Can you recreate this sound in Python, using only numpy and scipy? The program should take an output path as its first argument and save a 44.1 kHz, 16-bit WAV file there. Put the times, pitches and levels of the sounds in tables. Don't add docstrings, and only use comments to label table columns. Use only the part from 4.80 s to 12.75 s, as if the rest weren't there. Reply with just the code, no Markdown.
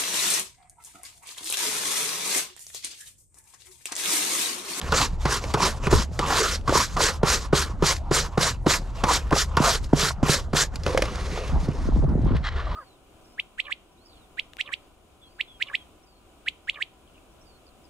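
import sys
import numpy as np
from scipy import signal
from scipy.fft import rfft, irfft, next_fast_len
from scipy.io import wavfile

SR = 44100
rng = np.random.default_rng(int(sys.argv[2]) if len(sys.argv) > 2 else 0)


def wav_record(signal):
    frames = np.transpose(np.atleast_2d(signal))
    bounded = np.clip(frames, -1, 1)
    quanta = np.round(bounded * 32767).astype(np.int16)
    wavfile.write(sys.argv[1], SR, quanta)


def convert_level_to_amplitude(level_db):
    exponent = np.asarray(level_db, float) / 20
    return 10 ** exponent


N = 350595

# time in seconds, strength in dB.
WIND = [(0, -56), (1.08, -40), (1.16, -13), (1.28, -44), (4.8, -39), (5.05, -27), (5.25, -68), (5.9, -40),
        (6.15, -31), (6.62, -42), (6.76, -17), (6.86, -31.5), (7.04, -26), (7.08, -17.5), (7.28, -19.5),
        (7.55, -18.5), (7.66, -37), (7.95, -30)]
# frequency in Hz, density in dB per Hz.
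RUMBLE_SPECTRUM = [(26, -4), (31, -9), (38, -6.5), (50, -10), (68, -4.5), (85, -29), (120, -9.5)]
# frequency in Hz, density in dB per Hz.
GUST_SPECTRUM = [(70, -31), (100, 4), (150, 2.5), (220, -5.5), (350, -15.5), (600, -19), (1000, -26)]
# frequency in Hz, density in dB per Hz.
AIR_SPECTRUM = [(120, -49), (200, 8.5), (269, 5.5), (404, 3), (804, 3.5), (1060, 4), (1600, -10),
                (2490, -16.5), (6530, -24.5), (10000, -23), (13000, -62), (22000, -120)]
# frequency in Hz, left-right likeness from 0 to 1.
LIKENESS = [(140, 1), (270, 1), (450, 1), (950, 0.91), (2380, 1), (5980, 0.87), (9000, 0.86), (14000, 0.56)]
# frequency in Hz, left minus right in dB.
LEAN = [(60, 0.6), (180, -1), (550, -.8), (1650, -1.2), (4970, -1.0), (15000, .5)]
# frequency in Hz, left lead in radians.
LEFT_LEAD = [(120, 0), (300, -0.08), (1000, -.25), (2400, -0.9), (5000, -0.37), (8100, 0.12)]
# time in seconds, peak in dB, frequency in Hz, T60
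# in seconds.
RINGS = [(2.7278, -16, 1360, 0.0082), (4.8235, -16, 910, .012), (5.1318, -10.5, 700, 0.016),
         (6.066, -15.5, 317, 0.015), (6.072, -20, 594, 0.052), (6.256, -24, 1100, .012),
         (6.1745, -11, 1150, 0.0089), (6.1485, -11, 520, 0.038), (6.19, -22, 477, .04),
         (2.4325, -17, 595, 0.0079), (5.4295, -12, 537, 0.018), (6.1755, -15, 640, 0.027),
         (6.2215, -16.5, 2430, 0.019), (6.223, -18, 600, 0.037), (7.055, -21, 227, .04),
         (7.192, -23, 300, .03), (7.29, -28, 420, .025), (7.321, -19, 240, 0.036),
         (7.376, -21.5, 377, 0.032), (7.392, -17, 260, 0.036), (7.465, -21, 300, .03),
         (7.53, -20, 326, 0.025), (7.77, -35, 1240, .03), (7.793, -27, 1150, .03), (7.808, -30, 1240, .03),
         (7.846, -36, 1210, .03), (7.869, -28, 1180, 0.038), (7.886, -43, 1200, .03),
         (7.93, -37, 1190, .03)]
# frequency in Hz, level in dB, T60 in seconds.
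PAN_MODES = [(534, 20, 0.042), (724, 21.5, 0.011), (326, 3.5, 0.16), (2490, 14, 0.056), (3140, 0, 0.01),
             (4930, 44, 0.0032), (5930, -1, 0.0035), (7140, -15, .005)]
# time in seconds, peak in dB, low modes and middle in relative dB.
KNOCKS = [(0.0147, -26, -28, -5.5), (0.6393, -28, 3, -6), (1.038, -45, 19, 11), (1.1124, -28, 2, -3),
          (1.8117, -41, -12, -16), (3.1654, -23.5, -26, -16), (4.2903, -36, 5, -15), (4.508, -30, -30, -2),
          (5.043, -29.5, -13.5, -28), (5.957, -23.5, -34, -18), (6.0347, -26, -21, -25),
          (6.0639, -27.5, 9.5, 5.5), (6.1458, -33, 12, -1), (6.1754, -19, 4, -1.5), (6.2215, -18, 0, -5.5),
          (6.256, -31, 3, 1), (6.3564, -27, -5.5, -19), (7.5666, -56.5, 0, 19), (0.122, -17.5, -25, -25),
          (0.739, -17, -33, -16), (1.069, -27.5, -22, 2), (1.391, -15, -17, -11.5), (4.239, -21, -35, -3),
          (4.769, -13, -15, -33), (5.492, -26, -13, 1)]
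# time in seconds, peak in dB.
TICKS = [(6.576, -42), (6.678, -36), (6.886, -40), (6.914, -46), (6.933, -40), (6.986, -42), (7.19, -47),
         (7.24, -48), (7.291, -43), (7.311, -57), (7.379, -54), (7.418, -48), (7.448, -43), (7.468, -44),
         (7.568, -47)]
# time in seconds, effort in dB.
HANDLING = [
    (6.034, -51),
    (6.078, -37),
    (6.17, -44.5),
    (6.23, -43),
    (6.7, -45),
    (6.76, -54),
    (7.06, -56),
    (7.14, -61),
    (7.34, -77),
]
# frequency in Hz, density in dB per Hz.
RUSTLE_SPECTRUM = [(760, -23), (1300, -7), (1700, -4), (1990, 9.5), (3030, -12), (3510, 1.5), (6980, -2.5),
                   (8260, -11.5), (11800, -19), (14000, -22)]
# start in
# seconds, length in seconds, rustle or scrape in dB, carpet in relative dB.
PAN_CONTACTS = [(6.33, 0.027, -52, -2), (6.43, 0.055, -62, 2), (6.53, 0.074, -49, 0.5), (6.63, 0.059, -59, 8),
                (6.79, 0.083, -49.5, -3), (6.94, 0.059, -58, 7), (7.0, 0.09, -53, -12), (7.17, 0.028, -61, -6),
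                (7.46, 0.074, -54.5, 12.5), (7.545, 0.035, -42.5, 6), (7.638, 0.061, -31.5, -10),
                (7.66, 0.38, -46, 3), (7.76, 0.053, -43, 1), (7.585, 0.04, -65, 1), (7.9, 0.056, -56, 8)]
# frequency in Hz, width in Hz, level in dB.
LIP_MODES = [(1210, 230, -10), (1620, 570, 11), (2020, 480, 8.5), (3200, 550, 7.5), (3930, 440, 3.5),
             (5170, 1500, -3), (7100, 900, -9), (8300, 810, -22)]
# time in seconds, peak in dB, ring in Hz.
CATCHES = [(0.089, -27, 900), (0.771, -18.5, 690), (0.799, -19, 1000), (1.019, -44, 910),
           (1.445, -30, 1000), (1.505, -19, 1010), (1.522, -12, 1020), (1.64, -28, 1200), (1.923, -9, 700),
           (2.181, -20, 910), (2.205, -12.5, 920), (2.414, -30, 700), (2.483, -21, 1090),
           (3.614, -25, 1080), (3.847, -37, 590), (3.906, -12, 1100), (4.296, -18, 1100), (4.309, -9, 1030),
           (4.513, -14.5, 900), (4.562, -13, 1010), (4.823, -18, 1000), (4.847, -17, 1110),
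           (5.1291, -15, 740), (5.305, -17.5, 1100), (5.485, -16.5, 796), (5.749, -16, 590),
           (6.074, -15.5, 603), (6.088, -31, 494), (6.191, -16, 560), (6.237, -21, 550), (6.575, -21, 795),
           (6.695, -26, 800)]
# time in seconds, knock peak in dB, knock in Hz, boom in dB, slap in dB.
LANDINGS = [(0.12, -17, 430, -32, -12.5), (0.452, -16, 410, -24, -13), (0.74, -13.5, 404, -23.5, -13.5),
            (1.067, -14, 396, -24, -20), (1.126, -5.5, 423, -24.5, -12.5), (1.391, -15.5, 443, -35, -18),
            (1.875, -26, 570, -30, -16.5), (1.891, -13, 370, -28, -15.5), (1.952, -11, 416, -31, -13.5),
            (2.166, -16.5, 555, -31, -15.5), (2.43, -7.5, 447, -20, -19), (2.7283, -6, 378, -20.5, -17),
            (3.022, -9.5, 387, -25, -16.5), (3.034, -16, 384, -26, -17), (3.311, -8.5, 405, -24, -18.5),
            (3.575, -11, 408, -21.5, -15.5), (3.863, -7.5, 367, -22.5, -15.5),
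            (4.235, -16.5, 456, -23.5, -14), (4.523, -8.5, 388, -25.5, -13),
            (4.769, -15.5, 407, -25, -10.5), (4.8, -11.5, 283, -20, -40), (5.13, -3.5, 299, -16.5, -31),
            (5.4279, -8.5, 297, -19.5, -27), (5.731, -16.5, 447, -22, -18)]
# time in seconds, knock peak in dB, knock in Hz, boom in dB.
BUMPS = [(4.307, -24, 402, -56), (5.227, -48, 258, -28.5), (2.895, -32, 342, -47), (5.491, -17, 400, -20),
         (6.728, -40, 323, -26), (6.882, -21.5, 362, -21.5), (7.087, -16, 240, -49), (7.16, -18, 248, -45),
         (7.236, -21.5, 420, -22.5), (7.277, -22, 248, -36), (7.318, -24, 260, -45),
         (7.352, -18.5, 290, -24), (7.432, -25, 304, -34), (7.506, -21, 287, -24.5), (7.547, -23, 314, -25)]
# frequency in Hz, level in dB, T60 in seconds.
FLOOR_MODES = [(149.1, 14.5, 0.12), (175, 12.5, 0.062), (217.5, 10, 0.054)]
# landing in seconds, time to full speed and to lift-off in seconds,
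# bristle hiss in dB, carpet drag in dB.
STROKES = [(0.117, 0.054, 0.13, -21, -22), (.451, 0.068, 0.12, -25.5, -24), (0.744, 0.099, .15, -22, -22.5),
           (1.095, 0.02, .13, -26.5, -26.5), (1.392, 0.14, 0.32, -25, -23), (1.5, 0.074, 0.11, -21, -24.5),
           (1.6, 0.031, 0.15, -25.5, -27.5), (1.876, 0.093, 0.17, -23, -37),
           (2.163, 0.06, 0.13, -19.5, -24), (2.429, 0.054, 0.13, -20.5, -22),
           (2.725, 0.036, 0.1, -21.5, -27.5), (3.022, 0.044, 0.099, -20, -27.5),
           (3.308, 0.032, 0.09, -19, -22.5), (3.573, 0.052, 0.12, -19.5, -23.5),
           (3.859, 0.043, 0.1, -19.5, -27), (4.236, 0.089, 0.14, -22.5, -26),
           (4.519, 0.06, 0.1, -19.5, -26.5), (4.769, 0.092, 0.145, -21, -22),
           (4.869, 0.045, 0.086, -23.5, -27.5), (5.13, 0.076, 0.16, -21, -28.5),
           (5.428, 0.085, 0.12, -19, -25), (5.73, 0.04, 0.097, -19.5, -24.5)]
# start in seconds, length in seconds, hiss in dB, carpet in relative dB.
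GRAZES = [(0, 0.17, -42.5, 6.5), (.38, 0.21, -43.5, 1), (.6, 0.13, -43, 3), (.92, 0.072, -47, 8.5),
          (1.028, 0.062, -41.5, 12), (1.3, 0.17, -49.5, -5), (1.85, 0.2, -42, 12.5),
          (2.07, 0.098, -44.5, -7), (2.33, 0.039, -44.5, 1), (2.57, 0.11, -42, 1.5), (2.85, 0.081, -49, 7),
          (2.97, 0.22, -57.5, 14), (3.15, 0.034, -44, -12), (3.42, 0.051, -38, 2.5),
          (3.52, 0.038, -59, 12.5), (3.99, 0.14, -58.5, 7.5), (4.14, 0.1, -50.5, 12), (4.2, 0.064, -60, 8),
          (5.7, 0.033, -67, 2), (.715, 0.025, -48, 5.5), (4.4, 0.12, -56.5, 13), (4.7, 0.1, -60, 18),
          (5.03, 0.025, -45.5, -17), (5.085, 0.053, -59, 9.5), (5.575, 0.027, -36.5, -2),
          (5.62, 0.031, -56.5, 0), (4.67, 0.034, -58, 7), (1.78, 0.033, -60, 5), (5.94, 0.019, -50.5, 5.5),
          (5.99, 0.049, -57, 4), (.29, 0.071, -57, 8), (3.725, 0.032, -51.5, 4), (4.285, 0.017, -51, 8)]
# frequency in Hz, density in dB per Hz.
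BRISTLE_SPECTRUM = [(1180, -3.5), (2000, -1.5), (2240, -7), (2540, -8.5), (2790, -7), (4470, -1.5),
                    (5000, -5), (6190, 0), (7600, -9), (9340, -14.5), (12100, -20), (14100, -17),
                    (15500, -54)]
# frequency in Hz, density in dB per Hz.
CARPET_SPECTRUM = [(120, 6.5), (200, 3), (273, -1), (452, 8.5), (799, -1), (908, 4), (1080, 10.5),
                   (1490, 0), (2240, -9.5), (2600, -4.5), (3380, -12), (5720, -120)]


def rms_one(x):
    return x / np.sqrt(np.mean(x ** 2) + 1e-20)


def peak_one(x):
    return x / np.abs(x).max()


def seconds(length_s):
    return np.arange(int(length_s * SR)) / SR


def gain_curve(rows):
    s, db = np.transpose(rows)
    return convert_level_to_amplitude(np.interp(np.arange(N) / SR, s, db))


def at_hz(points, hz):
    points_hz, values = np.transpose(points)
    return np.interp(np.log(hz), np.log(points_hz), values)


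def drift(rate_hz, count):
    r = np.exp(-40 * np.pi * rate_hz / SR)
    noise = rng.standard_normal(count // 20 + 4002)
    return rms_one(signal.lfilter([1], [1, -2 * r, r * r], noise)[4000:])


def every_sample(slow, count):
    return np.interp(np.arange(count) / 20, np.arange(len(slow)), slow)


def ring(clicks, hz, t60_s):
    r = convert_level_to_amplitude(-60 / (t60_s * SR))
    w = 2 * np.pi * hz / SR
    return signal.lfilter([0, np.sin(w)], [1, -2 * r * np.cos(w), r * r], clicks + 1e-18)


def band(x, low_hz, high_hz):
    return signal.sosfilt(signal.butter(2, [low_hz, high_hz], "band", fs=SR, output="sos"), x)


def low_pass(x, hz, order):
    return signal.sosfilt(signal.butter(order, hz, fs=SR, output="sos"), x)


def grains(per_s, spread_db, count=N):
    shape = (2, 2, count)
    sizes = convert_level_to_amplitude(spread_db * np.minimum(rng.exponential(1, shape), 4))
    signed = sizes * rng.choice([-1, 1], shape)
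    return signed * (rng.random(shape) < per_s / SR) + 1e-18


def coloured(source, spectrum, patchy_db, rate_hz, apart=None, bands_per_octave=3):
    count = source.shape[-1]
    out, together = np.zeros((2, count)), drift(rate_hz, count)
    low_hz, top_hz = spectrum[0][0], min(spectrum[-1][0], 17000)
    bands = max(2, round(bands_per_octave * np.log2(top_hz / low_hz)))
    edges_hz = np.geomspace(low_hz, top_hz, bands + 1)
    for k, (a, b) in enumerate(zip(edges_hz, edges_hz[1:])):
        hz = np.sqrt(a * b)
        mid, side = band(source[k % 2], a, b)
        alike = np.clip(at_hz(LIKENESS, hz) if apart is None else 1 - apart, 0, 1)
        flicker_db = patchy_db * (0.27 * together + drift(rate_hz, count))
        gain = every_sample(convert_level_to_amplitude(at_hz(spectrum, hz) + flicker_db), count)
        mid = gain * np.sqrt(1 + alike) * mid
        side = gain * np.sqrt(1 - alike) * side
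        half_lean_db = at_hz(LEAN, hz) / 2
        out[0] += convert_level_to_amplitude(half_lean_db) * (mid + side)
        out[1] += convert_level_to_amplitude(-half_lean_db) * (mid - side)
    return rms_one(out)


def add(track, sound, s):
    at = round(s * SR)
    track[at:at + len(sound)] += sound[:N - at]


def smooth(x, time_s):
    memory = np.exp(-1 / (time_s * SR))
    return signal.lfilter([1 - memory], [1, -memory], x)


def traffic(white, wind, apart):
    traffic_db = -30
    rumble = coloured(white, RUMBLE_SPECTRUM, patchy_db=-0.5, rate_hz=13.0, apart=apart)
    return np.hypot(wind, convert_level_to_amplitude(traffic_db)) * rumble


def gusts(wind, turbulent, apart):
    build_s, rest_db = 0.2, -42.5
    built = np.minimum(smooth(wind, build_s), wind)
    eddies = built * turbulent + convert_level_to_amplitude(rest_db)
    noise = coloured(grains(70, 3.1), GUST_SPECTRUM, patchy_db=4.5, rate_hz=10.2, apart=apart, bands_per_octave=2)
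    return eddies * noise


def still_air(white, near):
    air_db, gain_memory_s, threshold_db, dull_hz = -40.5, 0.25, -25.0, 6500
    recent = np.sqrt(smooth(near[0] ** 2, gain_memory_s))
    air = coloured(white, AIR_SPECTRUM, patchy_db=-4.0, rate_hz=7.3, bands_per_octave=2)
    return low_pass(convert_level_to_amplitude(air_db) / (1 + recent / convert_level_to_amplitude(threshold_db)) * air, dull_hz, order=2)


def outdoors(near):
    turbulent_db, calm_apart, gust_apart = -21.5, 0.09, 0.4
    wind = gain_curve(WIND)
    turbulent = wind ** 2 / (wind ** 2 + convert_level_to_amplitude(2 * turbulent_db))
    apart = np.clip(calm_apart + gust_apart * turbulent, 0, 1)
    white = rng.standard_normal((2, 2, 2, N))
    return traffic(white[0], wind, apart) + gusts(wind, turbulent, apart) + still_air(white[1], near)


def cabin(x, t60_s):
    t = seconds(0.25)
    noise = band(rng.standard_normal((2, len(t))), 90, 5000)
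    tails = noise * convert_level_to_amplitude(-60 * t / t60_s) * (t > 0.002)
    tails = tails / np.sqrt((tails ** 2).sum(axis=1, keepdims=True))
    return signal.fftconvolve(x[None], tails, axes=1)[:, :N]


def rings():
    rise_s = 0.00033
    out, t = np.zeros(N), seconds(0.1)
    for s, db, hz, t60_s in RINGS:
        decay = convert_level_to_amplitude(-60 * t / t60_s) * (1 - np.exp(-t / rise_s))
        add(out, convert_level_to_amplitude(db) * peak_one(np.sin(2 * np.pi * hz * t) * decay), s)
    return out


def dustpan_knocks():
    out, t = np.zeros(N), seconds(0.12)
    for s, db, low_db, mid_db in KNOCKS:
        contact = rng.standard_normal(len(t)) * (np.exp(-t / 0.0025) + 0.1 * np.exp(-t / 0.016))
        luck_db = 2.5 * rng.standard_normal(len(PAN_MODES))
        modes = [convert_level_to_amplitude(g + e) * ring(contact, hz, t60_s) for (hz, g, t60_s), e in zip(PAN_MODES, luck_db)]
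        high = 0.6 * peak_one(sum(modes[3:])) + peak_one(band(contact, 1800, 6500))
        middle = convert_level_to_amplitude(mid_db + 10.5) * peak_one(band(contact, 790, 2970))
        low = convert_level_to_amplitude(low_db + 3) * peak_one(sum(modes[:3]))
        add(out, convert_level_to_amplitude(db + 1) * (peak_one(high) + middle + low), s)
    return out


def grit_ticks():
    out, t = np.zeros(N), seconds(0.05)
    for s, db in TICKS:
        snap = rng.standard_normal(len(t)) * np.exp(-t / 0.0059)
        add(out, convert_level_to_amplitude(db) * peak_one(band(snap, 2500, 6900)), s)
    return out


def catches():
    burst_s, ring_cycles = 0.0053, 3.5
    out, t = np.zeros(N), seconds(0.05)
    for s, db, hz in CATCHES:
        burst = rng.standard_normal(len(t)) * np.exp(-t / burst_s)
        rung = ring(burst, hz, ring_cycles / hz)
        add(out, convert_level_to_amplitude(db) * peak_one(band(rung, hz / 2, hz * 2)), s)
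    return out


def brush_back_knock(t, hz, jolts, rattle_db):
    sagging_hz = hz * (0.688 + 2.136 * np.exp(-t / 0.00252))
    sagging = np.sin(2 * np.pi * np.cumsum(sagging_hz) / SR + 3.5)
    knock = sagging * (1 - np.exp(-t / 0.0072)) ** 2 * np.exp(-t / 0.0026)
    rattle = ring(jolts * np.exp(-t / 0.01), hz, 9.6 / hz)
    return peak_one(knock) + 1.42 * min(1, convert_level_to_amplitude(rattle_db)) * peak_one(rattle)


def thuds():
    rise_s = 0.00079
    tick_db, muffled_db = -7.5, -38
    clean_below_db = 12
    out, t = np.zeros(N), seconds(0.15)
    rising = 1 - np.exp(-t / rise_s)
    weight = np.exp(-((t - 0.0055) / 0.00054) ** 2)
    boom = peak_one(sum(convert_level_to_amplitude(db) * ring(weight, f, t60_s) for f, db, t60_s in FLOOR_MODES))
    bumps = [(*row, row[1] + muffled_db) for row in BUMPS]
    for s, knock_db, hz, boom_db, slap_db in [*LANDINGS, *bumps]:
        jolts, slap, tick = rng.standard_normal((3, len(t)))
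        rattle_db = max(slap_db - knock_db, -26) + clean_below_db
        knock = brush_back_knock(t, hz, jolts, rattle_db)
        slap = band(slap * rising * np.exp(-t / 0.0086), 796, 1375)
        tick = band(tick * rising * np.exp(-t / 0.0076), 2100, 5800)
        add(out, convert_level_to_amplitude(knock_db - 0.5) * peak_one(knock), s)
        add(out, convert_level_to_amplitude(boom_db + 10.5) * boom, s)
        add(out, convert_level_to_amplitude(slap_db + 2.0) * peak_one(slap), s + 0.001133)
        add(out, convert_level_to_amplitude(slap_db + tick_db) * peak_one(tick), s + 0.0012)
    return out


def strokes(column, rest_db, power, sag_db_per_s, release_db_per_s):
    settle_s, letting_go_s = 0.0017, 0.1
    t, out = np.arange(N) / SR, 0
    for row in STROKES:
        since, full_s, lift_s = t - row[0], row[1], row[2]
        speed = np.clip(since / full_s, 0, 1)
        swell = np.maximum(speed ** power, convert_level_to_amplitude(rest_db)) * np.clip(since / settle_s, 0, 1)
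        off = np.clip(since - lift_s, 0, None)
        fading_db = sag_db_per_s * np.clip(since - full_s, 0, None)
        fading_db = fading_db + release_db_per_s * off * (1 + off / letting_go_s)
        out = np.maximum(out, swell * convert_level_to_amplitude(row[column] - fading_db))
    return out


def light_contacts(rows, edge_db_per_s):
    t, out = np.arange(N) / SR, np.zeros((2, N))
    for s, length_s, db, body_db in rows:
        outside = np.clip(np.abs(t - s - length_s / 2) - length_s / 3, 0, None)
        out += convert_level_to_amplitude([[db], [db + body_db]] - edge_db_per_s * outside)
    return out


def lip_scrape(count):
    slips = grains(3000, 1.8, count)[0]
    drive = slips[0] + 0.086 * slips
    lip = sum(convert_level_to_amplitude(db) * ring(drive, hz, 1.9 / width_hz) for hz, width_hz, db in LIP_MODES)
    return rms_one(low_pass(band(lip, 900, 5600), 8800, order=6))


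def clumping():
    clumps_db = 0.7 * every_sample(drift(9.4, N), N)
    chatter_db = 1.1 * every_sample(drift(60.0, N), N)
    return convert_level_to_amplitude(clumps_db + chatter_db)


def scrubbing_and_scraping():
    hover_db, handling_body_db, hollow_db = -76, 7, 2.5
    lifted, slid = round(HANDLING[0][0] * SR), round(HANDLING[-1][0] * SR)
    in_hand = (np.arange(N) >= lifted) & (np.arange(N) < slid)
    handled = gain_curve(HANDLING) * in_hand
    light, shaken = light_contacts(GRAZES, edge_db_per_s=694) + light_contacts(PAN_CONTACTS, edge_db_per_s=1004)

    pile = coloured(grains(2000, 2.94), CARPET_SPECTRUM, patchy_db=4.0, rate_hz=9.6)
    tips = coloured(grains(10000, 2.3, lifted), BRISTLE_SPECTRUM, patchy_db=2.0, rate_hz=20.6)
    rustle = coloured(grains(6500, 1.7, slid - lifted), RUSTLE_SPECTRUM,
                      patchy_db=-0.5, rate_hz=12.0, bands_per_octave=2)
    contact = np.concatenate([tips, rustle, lip_scrape(N - slid)], axis=1)
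    pan_ring = sum(rms_one(ring(pile, hz, t60_s)) for hz, _, t60_s in PAN_MODES[:2]) / 2
    hollow = convert_level_to_amplitude(hollow_db) * handled * pan_ring

    hiss = strokes(column=3, rest_db=-22.5, power=2, sag_db_per_s=36.5, release_db_per_s=432)
    drag = strokes(column=4, rest_db=-7.5, power=0.5, sag_db_per_s=48, release_db_per_s=422)
    bright = hiss + light + handled + convert_level_to_amplitude(hover_db)
    body = drag + shaken + convert_level_to_amplitude(handling_body_db) * handled
    return clumping() * (bright * contact + body * pile + hollow)


def scene():
    scrubbing = scrubbing_and_scraping()
    hits = thuds() + dustpan_knocks() + rings()
    room = outdoors(scrubbing) + convert_level_to_amplitude(-19.0) * cabin(hits, t60_s=0.014)
    footwell = convert_level_to_amplitude(-25) * cabin(scrubbing[0], t60_s=0.14)
    close = (hits + catches() + grit_ticks()) * convert_level_to_amplitude([[-0.3], [0.3]])
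    return close + scrubbing + room + footwell


def roll_off(x):
    return signal.sosfilt(signal.butter(12, 15620, fs=SR, output="sos"), x)


def record(dry):
    size = next_fast_len(N)
    hz = np.arange(size // 2 + 1) * SR / size + 1
    turn = np.exp(1j * at_hz(LEFT_LEAD, hz))
    left = irfft(rfft(dry[0], size) * turn, size)[:N]
    cut = low_pass(np.array([left, dry[1]]), 12650, order=10)
    return roll_off(2.9 * np.tanh(cut / 3.204))


dry = scene()
out = record(dry)
wav_record(out)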